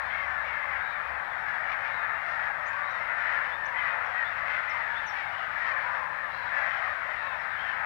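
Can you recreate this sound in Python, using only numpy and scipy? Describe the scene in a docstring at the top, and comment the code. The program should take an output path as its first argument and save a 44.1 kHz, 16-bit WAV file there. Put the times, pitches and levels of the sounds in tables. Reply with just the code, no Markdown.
"""A lake shore with a gull colony, heard across the water on the left channel only; the right is silent.
Hundreds of arching pulse-train cries and a noise wash make the chorus, in three registers that swell.
Harmonic cries of nearer gulls stand out, and noise tails give the echo of the wood behind.
Gliding sines make a songbird's chips and a waterbird's pips; wavering sines make a faint drone and
a low hum that stops early, over a distant rumble and hiss of filtered noise."""
import sys
import numpy as np
from scipy import signal
from scipy.fft import rfft, irfft, next_fast_len
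from scipy.io import wavfile
from scipy.ndimage import uniform_filter1d

SR = 44100
rng = np.random.default_rng(int(sys.argv[2]) if len(sys.argv) > 2 else 0)


def file_out(sig):
    """Save sig as 16-bit WAV at sys.argv[1]."""
    # one column per channel
    cols = np.atleast_2d(sig).T
    # limit, then scale
    lim = np.clip(cols, -1, 1)
    pcm = np.round(lim * 32767).astype(np.int16)
    wavfile.write(sys.argv[1], SR, pcm)


N = 346185
TIME = np.arange(N) / SR

# Levels below are those ahead of the preamp; levels of cries, chips and pips are also ahead of their fades.
# Swell of the far chorus's screaming, of which only the departures from the mean count: [t/s, level/dB]
SCREAMING_SWELL = [(0.0, -35.5), (0.13, -35.5), (0.83, -36.5), (0.85, -37.5), (1.9, -34), (3.06, -36),
                   (3.32, -30.5), (3.59, -40.5), (3.78, -34), (4.81, -35), (5.46, -38), (5.77, -33.5),
                   (6.41, -37.5), (6.58, -32.5), (7.04, -36.5), (7.85, -34)]
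# Extra level of the chorus's harsh overtones: [t/s, level/dB]
OVERTONE_LIFT = [(0, 0.5), (1.5, -1.7), (2.6, -2), (3.3, 0.5), (4.2, 0), (5.0, 4), (5.9, 2), (6.15, -1),
                 (6.6, 2), (7.85, -0.1)]
# Borders between the chorus registers: [lower f/Hz, upper f/Hz]
REGISTER_BORDERS = (1350, 2600)
# Chorus registers, in rows: low mewing, open-beaked screaming, harsh overtones
# [mean level/dB, share of the screaming's swell followed, own slow drift/dB]
CHORUS_REGISTERS = [(-41, 0.34, 1), (-37, .9, 0.76), (-58, .6, .3)]
DRIFT_HZ = 2.8
# Tone colour of the gulls' voice after its way over the water: [f/Hz, gain/dB]
VOICE_OVER_WATER = [(300, -45.5), (420, -29.5), (540, -13.5), (680, -8), (1000, -4.5), (1400, -1),
                    (1800, 2.5), (2050, -1.5), (2500, -14.5), (3000, -26.5), (4000, -32.5), (4700, -40),
                    (5500, -43.5), (7000, -57)]

# Nearer gulls, one row a cry or a strong overtone of one; f is that of the row's loudest harmonic at the crest
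# [start t/s, length t/s, crest f/Hz, level/dB, rasp 0-1]
NEAR_VOICES = [(0.073, 0.22, 2170, -39.5, .25), (0.075, 0.2, 3230, -57.5, 0.5),
               (0.247, 0.21, 1790, -39, 0.19), (0.421, .16, 2240, -44.5, 0.4),
               (0.579, 0.2, 2102, -40, 0.37), (0.728, 0.2, 1680, -40.5, 0.34),
               (0.777, 0.23, 3800, -60.5, .4), (1.692, 0.055, 2320, -43, .9),
               (1.838, .055, 2330, -45.5, .9), (1.861, 0.26, 1798, -41.5, 0.17),
               (1.862, 0.21, 3820, -62, 0.6), (2.238, 0.21, 1833, -42, 0.18), (2.72, 0.22, 1173, -40, 0.4),
               (2.806, 0.2, 3860, -60.5, 0.47), (2.919, .26, 2102, -41, 0.43), (3.22, 0.23, 1822, -37, 0.6),
               (3.489, 0.18, 1628, -45, 0.17), (3.72, 0.21, 2033, -36, 0.44), (3.77, 0.037, 3170, -50, 0.3),
               (3.815, 0.18, 2550, -49, 0.4), (3.801, 0.14, 3770, -62.5, .4),
               (4.142, 0.11, 1898, -33.5, 0.15), (4.448, 0.16, 2133, -37, 0.79),
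               (4.66, 0.19, 2106, -39, 0.3), (5.11, 0.23, 2273, -44, 0.3), (5.31, 0.16, 3020, -52, 0.72),
               (5.621, 0.2, 1090, -43, 0), (5.83, 0.1, 994, -38, 0.15), (6.017, 0.051, 1035, -38.5, 0),
               (6.12, 0.16, 1842, -42.5, 0.05), (6.297, 0.22, 4150, -60.5, .6),
               (6.519, 0.24, 1992, -39.5, 0.68), (6.667, .15, 3090, -56, 0.63),
               (6.76, 0.17, 1873, -42.5, 0.3), (7.154, 0.21, 3840, -61, 0.54),
               (7.212, 0.18, 2640, -51.5, .2), (7.562, 0.2, 3200, -52.5, 0.67)]
# Every row scoops up to a crest and sags; the longer it lasts, the wider the arch
CREST_SHARE = .4  # of the length
SCOOP_OCTAVES_PER_S, SAG_OCTAVES_PER_S = 1.7, 1.25  # average slopes

# Songbird chips, swept up or down: [start t/s, length t/s, start f/Hz, end f/Hz, level/dB]
SONGBIRD_CHIPS = [(2.654, .05, 5550, 7500, -64.5), (2.89, .045, 5300, 6250, -70),
                  (3.65, .024, 5100, 6700, -60), (4.058, .019, 6240, 5400, -66),
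                  (4.691, .034, 6300, 5150, -59), (5.06, .056, 6550, 5480, -55)]
# A rising chip sweeps evenly, a falling one levels off: share of the sweep above its low note at half time
CHIP_RISING_MIDWAY, CHIP_FALLING_MIDWAY = .5, .15
# Waterbird pips, all the same rising note: [start t/s, level/dB]
WATERBIRD_PIPS = [(3.51, -53.5), (4.24, -53.5), (4.945, -50.5)]
# Glide of a pip: [start f/Hz, middle f/Hz, end f/Hz]
PIP_GLIDE = (3270, 3550, 3560)
PIP_S = .065

# Low hum in three spells: [start t/s, length t/s, level/dB]
HUM_SPELLS = [(-.05, 0.63, -59), (.67, 0.16, -56.5), (1.04, 0.19, -55.5)]
HUM_HZ, HUM_FADE_S = 69.7, .06
# Partials of the faint drone: [f/Hz, level/dB]
DRONE_PARTIALS = [(73, -75), (97, -68), (146, -71)]
# Tone colour of the distant rumble and even hiss: [f/Hz, gain/dB]
RUMBLE_AND_HISS = [(20, -10), (45, -1), (95, -1), (150, -4), (220, -8), (380, -9.5), (1000, -16),
                   (4000, -29.5), (8000, -34), (15500, -34.5)]
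RUMBLE_AND_HISS_DB = -59.5  # rms

TOP_HZ = 15750  # upper limit of the sound


def chorus(wash_db=-6, wash_corner_hz=1300, count=2):
    """Far flocks, each with its own echo, and a wash of noise; three registers swell by their own shares."""
    flocks = sum(wood(far_gulls(), t60_s=.63, wet_db=-5) for _ in range(count))
    # the farthest birds merge into a wash, of which mostly the low register carries
    wash = shape(rng.standard_normal(N), lambda f: 1 / np.hypot(1, f / wash_corner_hz))
    crowd = level(flocks, 0) + level(wash, wash_db)

    below_lower, below_upper = (shape(crowd, lambda f: 1 / (1 + (f / hz) ** 20)) for hz in REGISTER_BORDERS)
    registers = (below_lower, below_upper - below_lower, crowd - below_upper)

    screaming = np.interp(TIME, *np.transpose(SCREAMING_SWELL))
    surge = screaming - screaming.mean()
    lifts = (0, 0, np.interp(TIME, *np.transpose(OVERTONE_LIFT)))
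    out = np.zeros(N)
    for register, (mean_db, follows, drift_db), lift in zip(registers, CHORUS_REGISTERS, lifts):
        part = colour(register, VOICE_OVER_WATER)
        # even out the quarter-second loudness, then ride the level
        strength = np.sqrt(uniform_filter1d(part ** 2, size=SR // 4))
        ride_db = mean_db + follows * surge + lift + drift_db * wander(DRIFT_HZ)
        out += part / strength * undb(ride_db)
    return out


def far_gulls(count=260, low_hz=430, high_hz=950, shortest_s=.1, longest_s=.34, bend=.22,
              jitter=.0503, flutter=.49, spread_db=6):
    """Cries at random times: trains of syrinx pulses, each with its own pitch arch, rasp and distance."""
    out, shake, throb = np.zeros(N), wander(124), wander(130)
    for i, (when, size, span, crest, rasp, far, place, lean) in enumerate(rng.random((count, 8))):
        length = shortest_s + span * (longest_s - shortest_s)
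        top = low_hz * (high_hz / low_hz) ** size
        unsteady, beat = excerpt(shake, place, length), excerpt(throb, place, length)
        u = np.linspace(0, 1, len(beat))
        pitch = arch(u, .2 + .35 * crest, top * (1 - bend * lean), top, top * (1 - bend))
        half_phase = np.pi * np.cumsum(pitch * (1 + jitter * rasp * unsteady)) / SR
        pulses = np.sin(23 * half_phase) / np.sin(half_phase) - 1  # eleven equal harmonics
        loudness = (1 + np.tanh(flutter * rasp * beat)) * swell(u, .19) * undb(-spread_db * far)
        # one cry in each equal slot of time, at a random moment within it
        start = (i + when) / count * (N / SR + longest_s) - longest_s
        add(out, start, pulses * loudness)
    return out


def near_gulls():
    """The birds that stand out of the chorus: cries and strong overtones, all arched by the same rule."""
    start, length, top, db, rasp = np.transpose(NEAR_VOICES)
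    rise = CREST_SHARE * length
    first = top * 2 ** (-SCOOP_OCTAVES_PER_S * rise)
    last = top * 2 ** (-SAG_OCTAVES_PER_S * (length - rise))
    rows = np.transpose([start, rise, length, first, top, last, db, rasp])
    return cries(rows, jitter=.034, flutter=1.2, above_db=-18.5, below_db=-14, harsh_db=7, edge=.25)


def bank_gulls(count=130, low_hz=900, high_hz=5700, shortest_s=.11, longest_s=.24, bend=.15,
               loud_db=-40, spread_db=4):
    """Birds further along the bank cry at random; pitch sets how much of the lifted harmonic arrives."""
    when, size, span, crest, rasp, far, lean = rng.random((count, 7)).T
    start = (np.arange(count) + when) / count * N / SR - longest_s / 2
    length = shortest_s + span * (longest_s - shortest_s)
    rise = length * (.1964 + .323 * crest)
    top = low_hz * (high_hz / low_hz) ** size
    dullness = .78  # share of the far chorus's tone colour
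    db = loud_db + dullness * np.interp(top, *np.transpose(VOICE_OVER_WATER)) - spread_db * far
    first, last = top * (1 - bend * lean), top * (1 - bend)
    rows = np.transpose([start, rise, length, first, top, last, db, .5 * rasp])
    return cries(rows, jitter=.0427, flutter=1, above_db=-15.5, below_db=-14.5, harsh_db=8, edge=.38)


def cries(rows, jitter, flutter, above_db, below_db, harsh_db, edge, quaver=.0054,
          beak_hz=5400, beak_width_hz=600, beak_db=6):
    """Harmonic voices; the throat lifts one harmonic, and rasp shakes both pitch and loudness."""
    typical_pitch_hz = 580  # decides which harmonic is the lifted one
    out, shake, throb, wobble = np.zeros(N), wander(126), wander(200), wander(23.3)
    k = np.arange(1, 13)[:, None]  # harmonic numbers
    for (start, rise, length, first, top, last, db, rasp), place in zip(rows, rng.random(len(rows))):
        unsteady, beat, slow = (excerpt(chance, place, length) for chance in (shake, throb, wobble))
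        u = np.linspace(0, 1, len(beat))
        loudest = round(top / typical_pitch_hz)
        pitch = arch(u, rise / length, first, top, last) / loudest
        hoarse = np.hypot(rasp, .3)  # no gull's voice is quite clean
        phase = 2 * np.pi * np.cumsum(pitch * (1 + jitter * hoarse * unsteady + quaver * slow)) / SR
        # harsh voices keep more of their upper harmonics, and the open beak rings high up
        slope_db = np.where(k > loudest, above_db + harsh_db * rasp, below_db)
        throat = slope_db * np.abs(k - loudest) ** .65
        beak = beak_db * np.exp(-((k * top / loudest - beak_hz) / beak_width_hz) ** 2)
        harmonics = (undb(throat + beak) * np.sin(k * phase)).sum(axis=0)
        voice = harmonics * (1 + np.tanh(flutter * hoarse * beat))
        add(out, start, level(voice, db) * swell(u, edge))
    return out


def arch(u, crest, first_hz, top_hz, last_hz):
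    """Pitch of a cry: it climbs to a rounded crest and sinks as the pressure fades."""
    crest = np.clip(crest, .05, .95)
    rise = np.maximum(1 - u / crest, 0)
    fall = np.maximum((u - crest) / (1 - crest), 0)
    return top_hz + (first_hz - top_hz) * rise ** 2 + (last_hz - top_hz) * fall * np.sqrt(fall)


def songbird():
    """Short chips, each a fast sweep of a nearly pure tone."""
    notes = []
    for start, length, first, last, db in SONGBIRD_CHIPS:
        midway = CHIP_RISING_MIDWAY if last > first else CHIP_FALLING_MIDWAY
        middle = min(first, last) + midway * abs(last - first)
        notes.append((start, length, first, middle, last, db))
    return glides(notes)


def waterbird():
    """Piped notes, nearly pure, that rise and then level off."""
    return glides([(start, PIP_S, *PIP_GLIDE, db) for start, db in WATERBIRD_PIPS])


def glides(notes, waver=.011, edge=.4):
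    """Sines whose pitch follows a parabola through three notes, with a fast waver."""
    out, shake = np.zeros(N), wander(250)
    for start, length, first, middle, last, db in notes:
        unsteady = excerpt(shake, start * SR / N, length)
        u = np.linspace(0, 1, len(unsteady))
        parabola = np.polyfit([0, .5, 1], [first, middle, last], 2)
        hz = np.polyval(parabola, u) * (1 + waver * unsteady)
        tone = np.sin(2 * np.pi * np.cumsum(hz) / SR)
        add(out, start, level(tone, db) * swell(u, edge))
    return out


def wood(x, t60_s, wet_db, buildup_s=.046):
    """Trunks and bank scatter a diffuse, fading echo: noise that builds up and decays."""
    t = TIME[:2 * SR]
    decay = np.exp(-np.log(1000) * t / t60_s)
    tail = rng.standard_normal(len(t)) * decay * np.minimum(t / buildup_s, 1)
    return x + undb(wet_db) * signal.fftconvolve(x, tail / np.linalg.norm(tail))[:N]


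def hum():
    """A wavering low tone that sounds in faded spells and then stops."""
    spells = sum(undb(db) * swell((TIME - start) / length, HUM_FADE_S / length)
                 for start, length, db in HUM_SPELLS)
    return low_tone(HUM_HZ) * spells


def drone():
    """Faint low tones that never stop, each drifting in pitch and level."""
    return sum(low_tone(hz) * undb(db + 1.5 * wander(3.6)) for hz, db in DRONE_PARTIALS)


def low_tone(hz, drift=.015):
    """A sine of rms 1 whose pitch wavers."""
    return level(np.sin(2 * np.pi * np.cumsum(hz * (1 + drift * wander(5.2))) / SR), 0)


def rumble_and_hiss():
    """Steady noise, strongest in the bass, with a thin even hiss on top."""
    return level(colour(rng.standard_normal(N), RUMBLE_AND_HISS), RUMBLE_AND_HISS_DB)


def undb(db):
    """Decibels to gain."""
    return 10 ** (np.asarray(db) / 20)


def level(x, db):
    """Set the rms level."""
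    return x * undb(db) / np.sqrt(np.mean(x ** 2))


def shape(x, gain_at):
    """Filter by a gain that is a function of frequency."""
    size = next_fast_len(len(x) + 4096)
    hz = np.maximum(np.fft.rfftfreq(size, 1 / SR), 1)
    return irfft(rfft(x, size) * gain_at(hz), size)[:len(x)]


def colour(x, points):
    """Filter by a curve of f/Hz and gain/dB points, joined over log frequency."""
    hz, db = np.transpose(points)
    return shape(x, lambda f: undb(np.interp(np.log(f), np.log(hz), db)))


def wander(rate_hz):
    """Smooth chance of rms 1 that changes about rate_hz times a second."""
    return level(shape(rng.standard_normal(N), lambda f: 1 / (1 + (f / rate_hz) ** 2)), 0)


def excerpt(x, place, length):
    """A stretch of x, length seconds long, from a place between 0 and 1."""
    size = int(max(length, .01) * SR)
    first = int(place * (N - size))
    return x[first:first + size]


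def swell(u, edge):
    """Loudness over a note (u from 0 to 1): rounded onset and release."""
    return np.sin(np.pi / 2 * np.clip(np.minimum(u, 1 - u) / edge, 0, 1))


def add(out, start, sound):
    """Mix a sound in at a time in seconds, cutting what falls outside."""
    i = int(start * SR)
    lo, hi = max(i, 0), min(i + len(sound), N)
    if hi > lo:
        out[lo:hi] += sound[lo - i:hi - i]


def scene(throat_low_hz=560):
    """All the birds and the shore on the left, silence on the right."""
    gulls = wood(near_gulls(), t60_s=.78, wet_db=-11) + wood(bank_gulls(), t60_s=.18, wet_db=-13)
    # so small a throat hardly radiates its lowest notes
    gulls = shape(gulls, lambda f: 1 / np.hypot(1, (throat_low_hz / f) ** 10))
    small_birds = wood(songbird() + waterbird(), t60_s=.19, wet_db=-11)
    background = hum() + drone() + rumble_and_hiss()
    return np.array([chorus() + gulls + small_birds + background, np.zeros(N)])


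def record(dry, preamp_db=6):
    """The preamp lifts the sound, and a steep elliptic low-pass cuts the top."""
    low_pass = signal.ellip(10, .1, 80, TOP_HZ, fs=SR, output="sos")  # ripple/dB, stopband/dB
    return signal.sosfilt(low_pass, dry * undb(preamp_db))


dry = scene()
out = record(dry)
file_out(out)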